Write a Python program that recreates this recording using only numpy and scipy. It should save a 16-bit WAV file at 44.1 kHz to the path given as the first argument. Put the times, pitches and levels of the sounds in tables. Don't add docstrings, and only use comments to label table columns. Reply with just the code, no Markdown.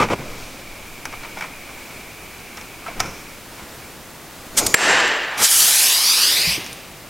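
import sys
import numpy as np
from scipy import signal
from scipy.fft import rfft, irfft, next_fast_len
from scipy.io import wavfile
from scipy.ndimage import map_coordinates

SR = 44100
rng = np.random.default_rng(int(sys.argv[2]) if len(sys.argv) > 2 else 0)


def volts_from_decibels(level):
    exponent = np.asarray(level, float) / 20
    return 10 ** exponent


def put_to_file(sound):
    columns = np.atleast_2d(sound).T
    safe = np.clip(columns, -1, 1)
    whole_steps = np.round(safe * 32767)
    wavfile.write(sys.argv[1], SR, whole_steps.astype(np.int16))


N = 312864
TIME = np.arange(N) / SR
PADDED = next_fast_len(N)
SNAP_S = 4.7418

# frequency in Hz, width in Hz, level in dB.
BODY = [(792, 306, 5.5), (1400, 630, 5.5), (1720, 390, 5.5), (2290, 277, 4.5)]


def unit(x):
    return x / np.sqrt(np.mean(x ** 2) + 1e-20)


def columns(rows):
    s, *rest = np.transpose(rows)
    return [np.interp(TIME, s, c) for c in rest]


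def at_hz(points, hz):
    points = np.array(points)
    return np.interp(np.log(hz + 1), np.log(points[:, 0]), points[:, 1])


def noise(spectrum):
    white = rfft(rng.standard_normal(PADDED))
    colour = volts_from_decibels(at_hz(spectrum, np.fft.rfftfreq(PADDED, 1 / SR)))
    return unit(irfft(white * colour, PADDED)[:N])


def band(x, low_hz, high_hz, order=2):
    edges_hz = [low_hz, min(high_hz, .45 * SR)]
    return signal.sosfilt(signal.butter(order, edges_hz, "band", fs=SR, output="sos"), x)


def drift(rate_hz):
    return unit(band(rng.standard_normal(N + SR), rate_hz / 8, rate_hz, order=1)[SR:])


def resonate(x, modes):
    out, power = 0, 0
    for k, (hz, width_hz, db) in enumerate(modes):
        r = np.exp(-np.pi * width_hz / SR)
        poles = [2, -4 * r * np.cos(2 * np.pi * hz / SR), 2 * r * r]
        mode = signal.lfilter([1 - r * r, 0, r * r - 1], poles, x + 1e-18)
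        out = out + (-1) ** k * volts_from_decibels(db) * mode
        power += volts_from_decibels(db) ** 2 * np.pi * width_hz / SR
    return out / np.sqrt(power)


def dying(start, t60):
    out, first = np.zeros(N), int(np.ceil(start * SR))
    part = TIME[first:first + int(2 * t60 * SR)] - start
    out[first:first + len(part)] = volts_from_decibels(-60 * part / t60)
    return out


def swell(rows):
    coarse = TIME[::32]
    strokes = sum(volts_from_decibels(db - 25 * np.maximum((s - coarse) / rise, (coarse - s) / fall))
                  for s, rise, fall, db in rows)
    return np.interp(TIME, coarse, strokes)


def split(x, centres_hz):
    spectrum, hz = rfft(x, PADDED), np.log(np.fft.rfftfreq(PADDED, 1 / SR) + 1)
    return [irfft(spectrum * np.interp(hz, np.log(centres_hz), one), PADDED)[:N]
            for one in np.eye(len(centres_hz))]


def ring(modes):
    tones = sum(volts_from_decibels(db) * dying(s, t60) * np.sin(2 * np.pi * hz * (TIME - s)) for s, hz, db, t60 in modes)
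    return volts_from_decibels(3.7 * drift(60)) * tones


def shop_air():
    # frequency in Hz, density in dB per Hz.
    air_colour = [(15, -35), (25, -2.5), (166, -2.5), (285, -2.5), (344, -2.5), (405, -4.5), (695, -5.5),
                  (1020, -7.5), (1100, -7), (2550, -11), (3250, -13.5), (12900, -19), (16000, -20)]
    return volts_from_decibels(-41.5 + 0.56 * drift(0.87)) * noise(air_colour)


def shop_air_side():
    # frequency in Hz, density in dB per Hz.
    side_colour = [(15, -29), (25, 5.5), (263, -8), (1260, -14), (9840, -14.5), (11600, -18), (12500, -38),
                   (13600, -23), (16000, -33)]
    return volts_from_decibels(-55) * noise(side_colour)


def coupling_leak():
    # time in seconds, level in dB.
    leak_curve = [(0, -32), (.5, -37), (1.4, -34), (3.38, -38), (3.44, -77), (3.86, -38), (3.95, -60),
                  (4.5, -70)]
    # frequency in Hz, width in Hz, level in dB.
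    leak_modes = [(2260, 270, -4.5), (2350, 610, -9.5)]
    level_db = columns([*leak_curve, (4.55, -80)])[0]
    return volts_from_decibels(level_db + 1.3 * drift(37)) * resonate(rng.standard_normal(N), leak_modes)


def reverberation():
    # frequency in Hz, density in dB per Hz.
    hall_colour = [(60, -26), (121, -15), (233, -11), (346, -4.5), (900, -1.5), (1340, -4), (1750, 4.5),
                   (2250, -4.5), (2750, -2.5), (3400, -9), (5590, -10), (7750, -10), (10500, -18),
                   (16000, -31)]
    # frequency in Hz, t60 in seconds.
    hall_t60 = [(100, 0.93), (500, 1.29), (1500, 1.35), (3000, 1.36), (6000, 0.88), (12000, 0.42)]
    centres = np.geomspace(100, 14000, 11)
    parts = split(noise(hall_colour), centres)
    return sum(part * dying(0, at_hz(hall_t60, hz)) for hz, part in zip(centres, parts))


def table(gain):
    # start in seconds, frequency in Hz, level in dB, rise in seconds, t60 in seconds.
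    knock_rows = [(3.005, 110, -26, .006, .09), (3.625, 200, -34, .004, .06), (3.625, 65, -33, .006, .1),
                  (.185, 140, -26, .005, .2), (6.472, 62, -28, .006, .25), (4.662, 90, -22, .006, .08),
                  (4.603, 420, -24, .004, .12), (5.41, 200, -30, .01, .15), (5.57, 97, -36, .08, .5),
                  (5.58, 185, -38, .08, .6), (6.47, 165, -19, .008, .13), (6.505, 185, -25, .01, .12),
                  (6.472, 340, -29, .003, .05), (6.579, 310, -18, .002, .035), (6.578, 140, -25, .003, .07)]
    # peak, rise and fall in seconds, level in dB.
    bumps = [
        (0, .1, 2.9, -38),
        (2.97, .1, 0.38, -38),
        (4.6, 0.13, .6, -32.5),
        (5.45, .06, .1, -48),
    ]
    knocks = 0
    for s, hz, db, rise, t60 in knock_rows:
        onset = np.clip((TIME - s) / rise, 0, 1)
        knocks = knocks + volts_from_decibels(db) * dying(s, t60) * onset * np.sin(2 * np.pi * hz * (TIME - s))
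    sway = volts_from_decibels(-71) + swell(bumps)
    return knocks + gain * sway * unit(band(rng.standard_normal(N), 5.2, 23.4))


def scuffs(gain):
    # peak, rise and fall in seconds, level in dB,
    # weight on the table in dB.
    rubs = [(0.034, 1, 0.044, -18.5, 0), (0.108, 0.014, 0.068, -27.5, 1.5), (.136, 0.062, 0.013, -24, 5.5),
            (.19, 0.014, 0.93, -43, 4.5), (1.075, .03, 0.067, -42, 2), (1.132, .03, 0.088, -35.5, -16),
            (1.237, 0.026, .09, -32, -22), (1.377, 0.025, 0.087, -32.5, -11), (1.435, 0.027, 0.1, -34, -15),
            (1.693, 0.044, 0.088, -40, -8), (2.58, 0.018, .03, -32, -23), (2.626, 0.047, 0.054, -44, -9),
            (2.88, 0.1, 0.12, -33.5, -11), (2.985, .1, 0.057, -39, -2), (3.03, 0.035, 0.27, -33, -3),
            (3.594, 0.055, 0.12, -39.5, -10), (4.614, 0.096, 0.25, -31.5, 8),
            (4.735, 0.036, 0.015, -40, -6), (5.428, 0.16, 0.018, -21, -10.5),
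            (6.36, 0.21, 0.84, -52.5, 12.5), (6.599, 0.022, 0.14, -46.5, 4.5),
            (6.719, 0.096, .02, -53, -16)]
    # peak, rise and fall in seconds, level in dB.
    sleeve = (.42, .9, .8, -44)
    rustle_db, rumble_db, rumble_lingers = -10, -5, 1.53
    body = swell([row[:4] for row in rubs])
    grip = swell([(s, rise, fall, db + weight_db) for s, rise, fall, db, weight_db in rubs])
    rumble = swell([(s, rise, rumble_lingers * fall, db + weight_db + rumble_db)
                    for s, rise, fall, db, weight_db in rubs])
    grit = rng.standard_normal(N) * volts_from_decibels(0.45 * drift(190))
    rustle = volts_from_decibels(rustle_db) * body + swell([sleeve])
    return (body * unit(resonate(grit, BODY))
            + rustle * unit(band(grit, 2600, 6900))
            + gain * rumble * unit(band(rng.standard_normal(N), 78, 270))
            + grip * unit(band(grit, 276, 710)))


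def ticks():
    # start in seconds,
    # peak in dB, housing and steel relative to it in dB, t60 in seconds.
    tick_rows = [(0.189, -23, -6, -17, 0.018), (1.054, -9.5, -6.5, -2.5, 0.047),
                 (1.126, -10, -14, -17, 0.042), (1.138, -15, -7, -24, 0.026), (1.237, -18, -10, -16, 0.03),
                 (1.372, -17, -5.5, -21, 0.027), (1.387, -23, -8, 2, 0.035), (1.423, -12, -5, -11, 0.052),
                 (1.441, -15, -6, -24, 0.056), (2.612, -18, -11, -4, 0.036), (3.059, -16, -11, -3, 0.028),
                 (3.629, -31, -7, -15, 0.036),
                 (2.572, -20, -8, 0, .04), (1.409, -5, -6, -14, .035), (2.862, -21, -4, -16, .04),
                  (2.886, -18, -3, -20, .04), (.087, -12, -6, -14, .03), (.101, -12, -4, -14, .05),
                  (2.9965, -10, -6, -6, .025), (3.002, 5, -12, -5, .05), (5.005, -13, -30, 2, .01),
                  (5.08, -11, -30, 2, .012), (6.478, -8, -20, 3, .003), (6.644, -20, -14, 4, .004),
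                  (6.664, -13, 0, 0, .005), (6.670, -26, -10, 4, .004), (6.729, -20.5, -25, 5, .016)]
    # frequency in Hz, width in Hz, level in dB.
    steel = [(3500, 2500, 5), (4370, 380, 9), (5620, 860, 12), (7500, 1100, -32), (9800, 1100, -7),
             (12900, 1000, -22)]
    # frequency in Hz, width in Hz, level in dB.
    spring_modes = [(5030, 230, 0), (5760, 720, 1)]
    touches, rattle = tick_rows, rng.standard_normal((3, N))
    rattle[:, [int(np.ceil(row[0] * SR)) for row in touches]] = 3.0
    housing = sum(volts_from_decibels(db + low_db - 3) * dying(s, t60) for s, db, low_db, high_db, t60 in touches)
    nose = sum(volts_from_decibels(db + high_db - 11) * dying(s, .6 * t60) for s, db, low_db, high_db, t60 in touches)
    spring = volts_from_decibels(-37) * dying(3.012, .9)
    return (resonate(housing * rattle[0], BODY) + resonate(nose * rattle[1], steel)
            + resonate(spring * rattle[2], spring_modes))


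def steel_rings():
    # start in seconds, frequency in Hz, level in dB, t60 in seconds.
    part_modes = [(0, 1190, -17, .2), (.022, 1230, -17, .1), (3.003, 7570, -42, .15),
                  (3.003, 760, -23, .06), (4.62, 5050, -35, .5), (4.72, 2200, -38, .12),
                  (4.742, 7526, -11, .075), (2.866, 1320, -27, .06), (2.884, 690, -25, .07),
                  (3.006, 1280, -22, .06), (3.056, 1350, -28, .04), (6.729, 9550, -30, .04)]
    return ring(part_modes)


def valve():
    # start, rise, hold and fall t60 in seconds, level in dB.
    puffs = [
        (4.563, 0.014, 0.013, .07, -11.5),
        (4.592, .003, .004, .03, -28),
        (4.661, 0.0047, 0.0027, 0.027, -11.5),
        (5.379, 0.063, 0.0067, 0.18, -11),
    ]
    # frequency in Hz, density in dB per Hz.
    puff_colour = [(180, -53), (300, -11), (528, -14), (1430, -0.5), (2610, -4.5), (3190, 0.5), (8360, 5),
                   (15000, -7.5), (16000, -37)]
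    # time in seconds, level in dB.
    fill_curve = [(4.5, -67), (4.56, -38), (4.61, -26), (4.65, -26.5), (4.7, -25.5), (4.74, -31),
                  (4.745, -73)]
    # frequency in Hz, width in Hz, level in dB.
    fill_modes = [(5100, 2700, -8), (7000, 360, 1.5), (9600, 4200, -16.5)]
    shape = 0
    for s, rise, hold, t60, db in puffs:
        opening = np.clip((TIME - s) / rise, 0, 1) ** 2
        closing = volts_from_decibels(-60 * np.maximum(TIME - s - rise - hold, 0) / t60)
        shape = shape + volts_from_decibels(db) * opening * closing
    bursts = shape * volts_from_decibels(0.58 * drift(300)) * noise(puff_colour)
    return bursts + volts_from_decibels(columns(fill_curve)[0]) * resonate(rng.standard_normal(N), fill_modes)


def exhaust():
    # time in seconds, flow in dB, port turned from facing (0) to sideways (1).
    vent = [(5.378, -34, 0.4), (5.47, -24, 0.7), (5.51, -25, 0.01), (5.82, -22, 0.33), (6.0, -23.5, 0.51),
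            (6.27, -20, .75), (6.45, -22.5, 0.89), (6.555, -24, .98), (6.59, -38, 0.86)]
    # frequency in Hz, density in dB per Hz.
    jet_colour = [(150, -28), (400, -16.5), (1000, -11), (1800, -8), (3800, 11), (5000, 10.5), (7000, 17.5),
                  (11000, 16.5), (16000, 0)]
    # frequency in Hz, width in Hz, level in dB.
    upper_modes = [(4800, 430, 7.5), (6070, 1400, 1)]
    # frequency in Hz, width in Hz, level in dB.
    lower_modes = [(2150, 450, 0), (2600, 550, -1)]
    # time in seconds, far and near delay in ms.
    echo_ms = [(5.34, 1.15, .45), (5.62, 1.35, .69), (5.72, 1.28, .56), (5.98, 1.0, .19), (6.4, .465, .23),
               (6.52, .37, .21), (6.6, .32, .22)]
    # frequency in Hz, level facing in dB, change when sideways in dB.
    turning = [(1160, -7.5, -8), (2310, -4, 0), (3670, -2.5, -2.5), (5240, 5, -14.5), (7300, 3.5, -15),
               (10200, 6.5, -18.5), (13100, 4, -13.5)]
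    (far_ms, near_ms), air = columns(echo_ms), rng.standard_normal(N)
    before, end = (vent[0][0] - .012, -90, 0), (N / SR, -90, 1)
    seep = (vent[-1][0] + .54, -68, 1)
    flow_db, turn = columns([before, *vent, seep, end])

    upper = volts_from_decibels(-3.5 - 48 * (turn - .74) ** 2) * resonate(air, upper_modes)
    lower = volts_from_decibels(-38.5 + 22.5 * turn ** 3) * resonate(resonate(air, lower_modes), lower_modes) / 4
    jet = noise(jet_colour) + upper + lower

    far_echo, near_echo = (map_coordinates(jet, [np.arange(N) - ms * SR / 1000], order=3)
                           for ms in (far_ms, near_ms))
    far = np.clip(.1 + 1.0 * (1.36 - far_ms), 0, .5) * volts_from_decibels(2.3 * drift(11))
    near = .28
    combed = (jet + far * far_echo + near * near_echo) / np.sqrt(1 + far ** 2 + near ** 2)

    gust, out = 0.66 * drift(14), 0
    for part, (hz, facing_db, turn_db) in zip(split(combed, [row[0] for row in turning]), turning):
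        level_db = flow_db + facing_db + turn_db * turn + gust + .8 * drift(12)
        out = out + volts_from_decibels(level_db) * unit(part)
    return out


def jaws():
    # start in seconds, frequency in Hz, level in dB, t60 in seconds.
    jaw_modes = [
        (4.742, 7526, -12, .8),
        (4.742, 7538, -19, .8),
        (4.742, 6270, -26, 1.0),
        (4.742, 13100, -42, .7),
    ]
    return ring(jaw_modes)


def snap():
    # frequency in Hz, width in Hz, level in dB.
    crack_modes = [(495, 300, -6), (1850, 480, 5), (3140, 1600, -7), (7640, 6900, -14)]
    return resonate(volts_from_decibels(22) * dying(SNAP_S, .012) * rng.standard_normal(N), crack_modes)


def hall_boom(hall):
    return volts_from_decibels(0.6 * drift(43)) * np.roll(hall, round(SNAP_S * SR)) * (TIME > SNAP_S)


def automatic_gain():
    # start in seconds, depth in dB, attack in seconds, half recovered after in seconds,
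    # suddenness of the recovery.
    duck_rows = [
        (0, 1.5, 0.012, .5, 1.2),
        (4.565, 11, 0.068, .4, 1.4),
        (4.74, 32, 0.0055, 0.084, 1.33),
        (5.381, 17.5, 0.19, 0.5, 2.9),
    ]
    ducks = []
    for s, depth_db, attack, half, bend in duck_rows:
        onset = np.clip((TIME - s) / attack, 0, 1)
        recovery = 1 + (np.maximum(TIME - s - attack, 0) / half) ** bend
        ducks.append(depth_db * onset / recovery)
    return volts_from_decibels(3.5 - np.max(ducks, axis=0))


def scene():
    near_wet_db, vent_wet_db = -34, 8.5
    gain, hall = automatic_gain(), reverberation()
    near, jet = scuffs(gain) + ticks() + valve(), exhaust()
    response = hall[:SR] / np.sqrt(SR / 100)
    wet = volts_from_decibels(near_wet_db) * signal.fftconvolve(near + volts_from_decibels(vent_wet_db) * jet, response)[:N]
    background = gain * (hall_boom(hall) + jaws() + shop_air())
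    centre = near + wet + steel_rings() + table(gain) + snap() + jet + coupling_leak() + background
    return centre + gain * shop_air_side() * np.array([[1], [-1]])


def top_cut(x):
    return signal.sosfilt(signal.butter(12, 16480, fs=SR, output="sos"), x)


def record(dry):
    overloaded = abs(TIME - SNAP_S - .01) < .011
    sag = .11 + .27 * np.clip((TIME - SNAP_S) / .008, 0, 1)
    limit = .86 - sag * overloaded
    low_pass = signal.ellip(10, .2, 60, 15850, fs=SR, output="sos")
    mix = np.clip(signal.sosfilt(low_pass, dry), -limit, limit)
    return top_cut(mix)


dry = scene()
out = record(dry)
put_to_file(out)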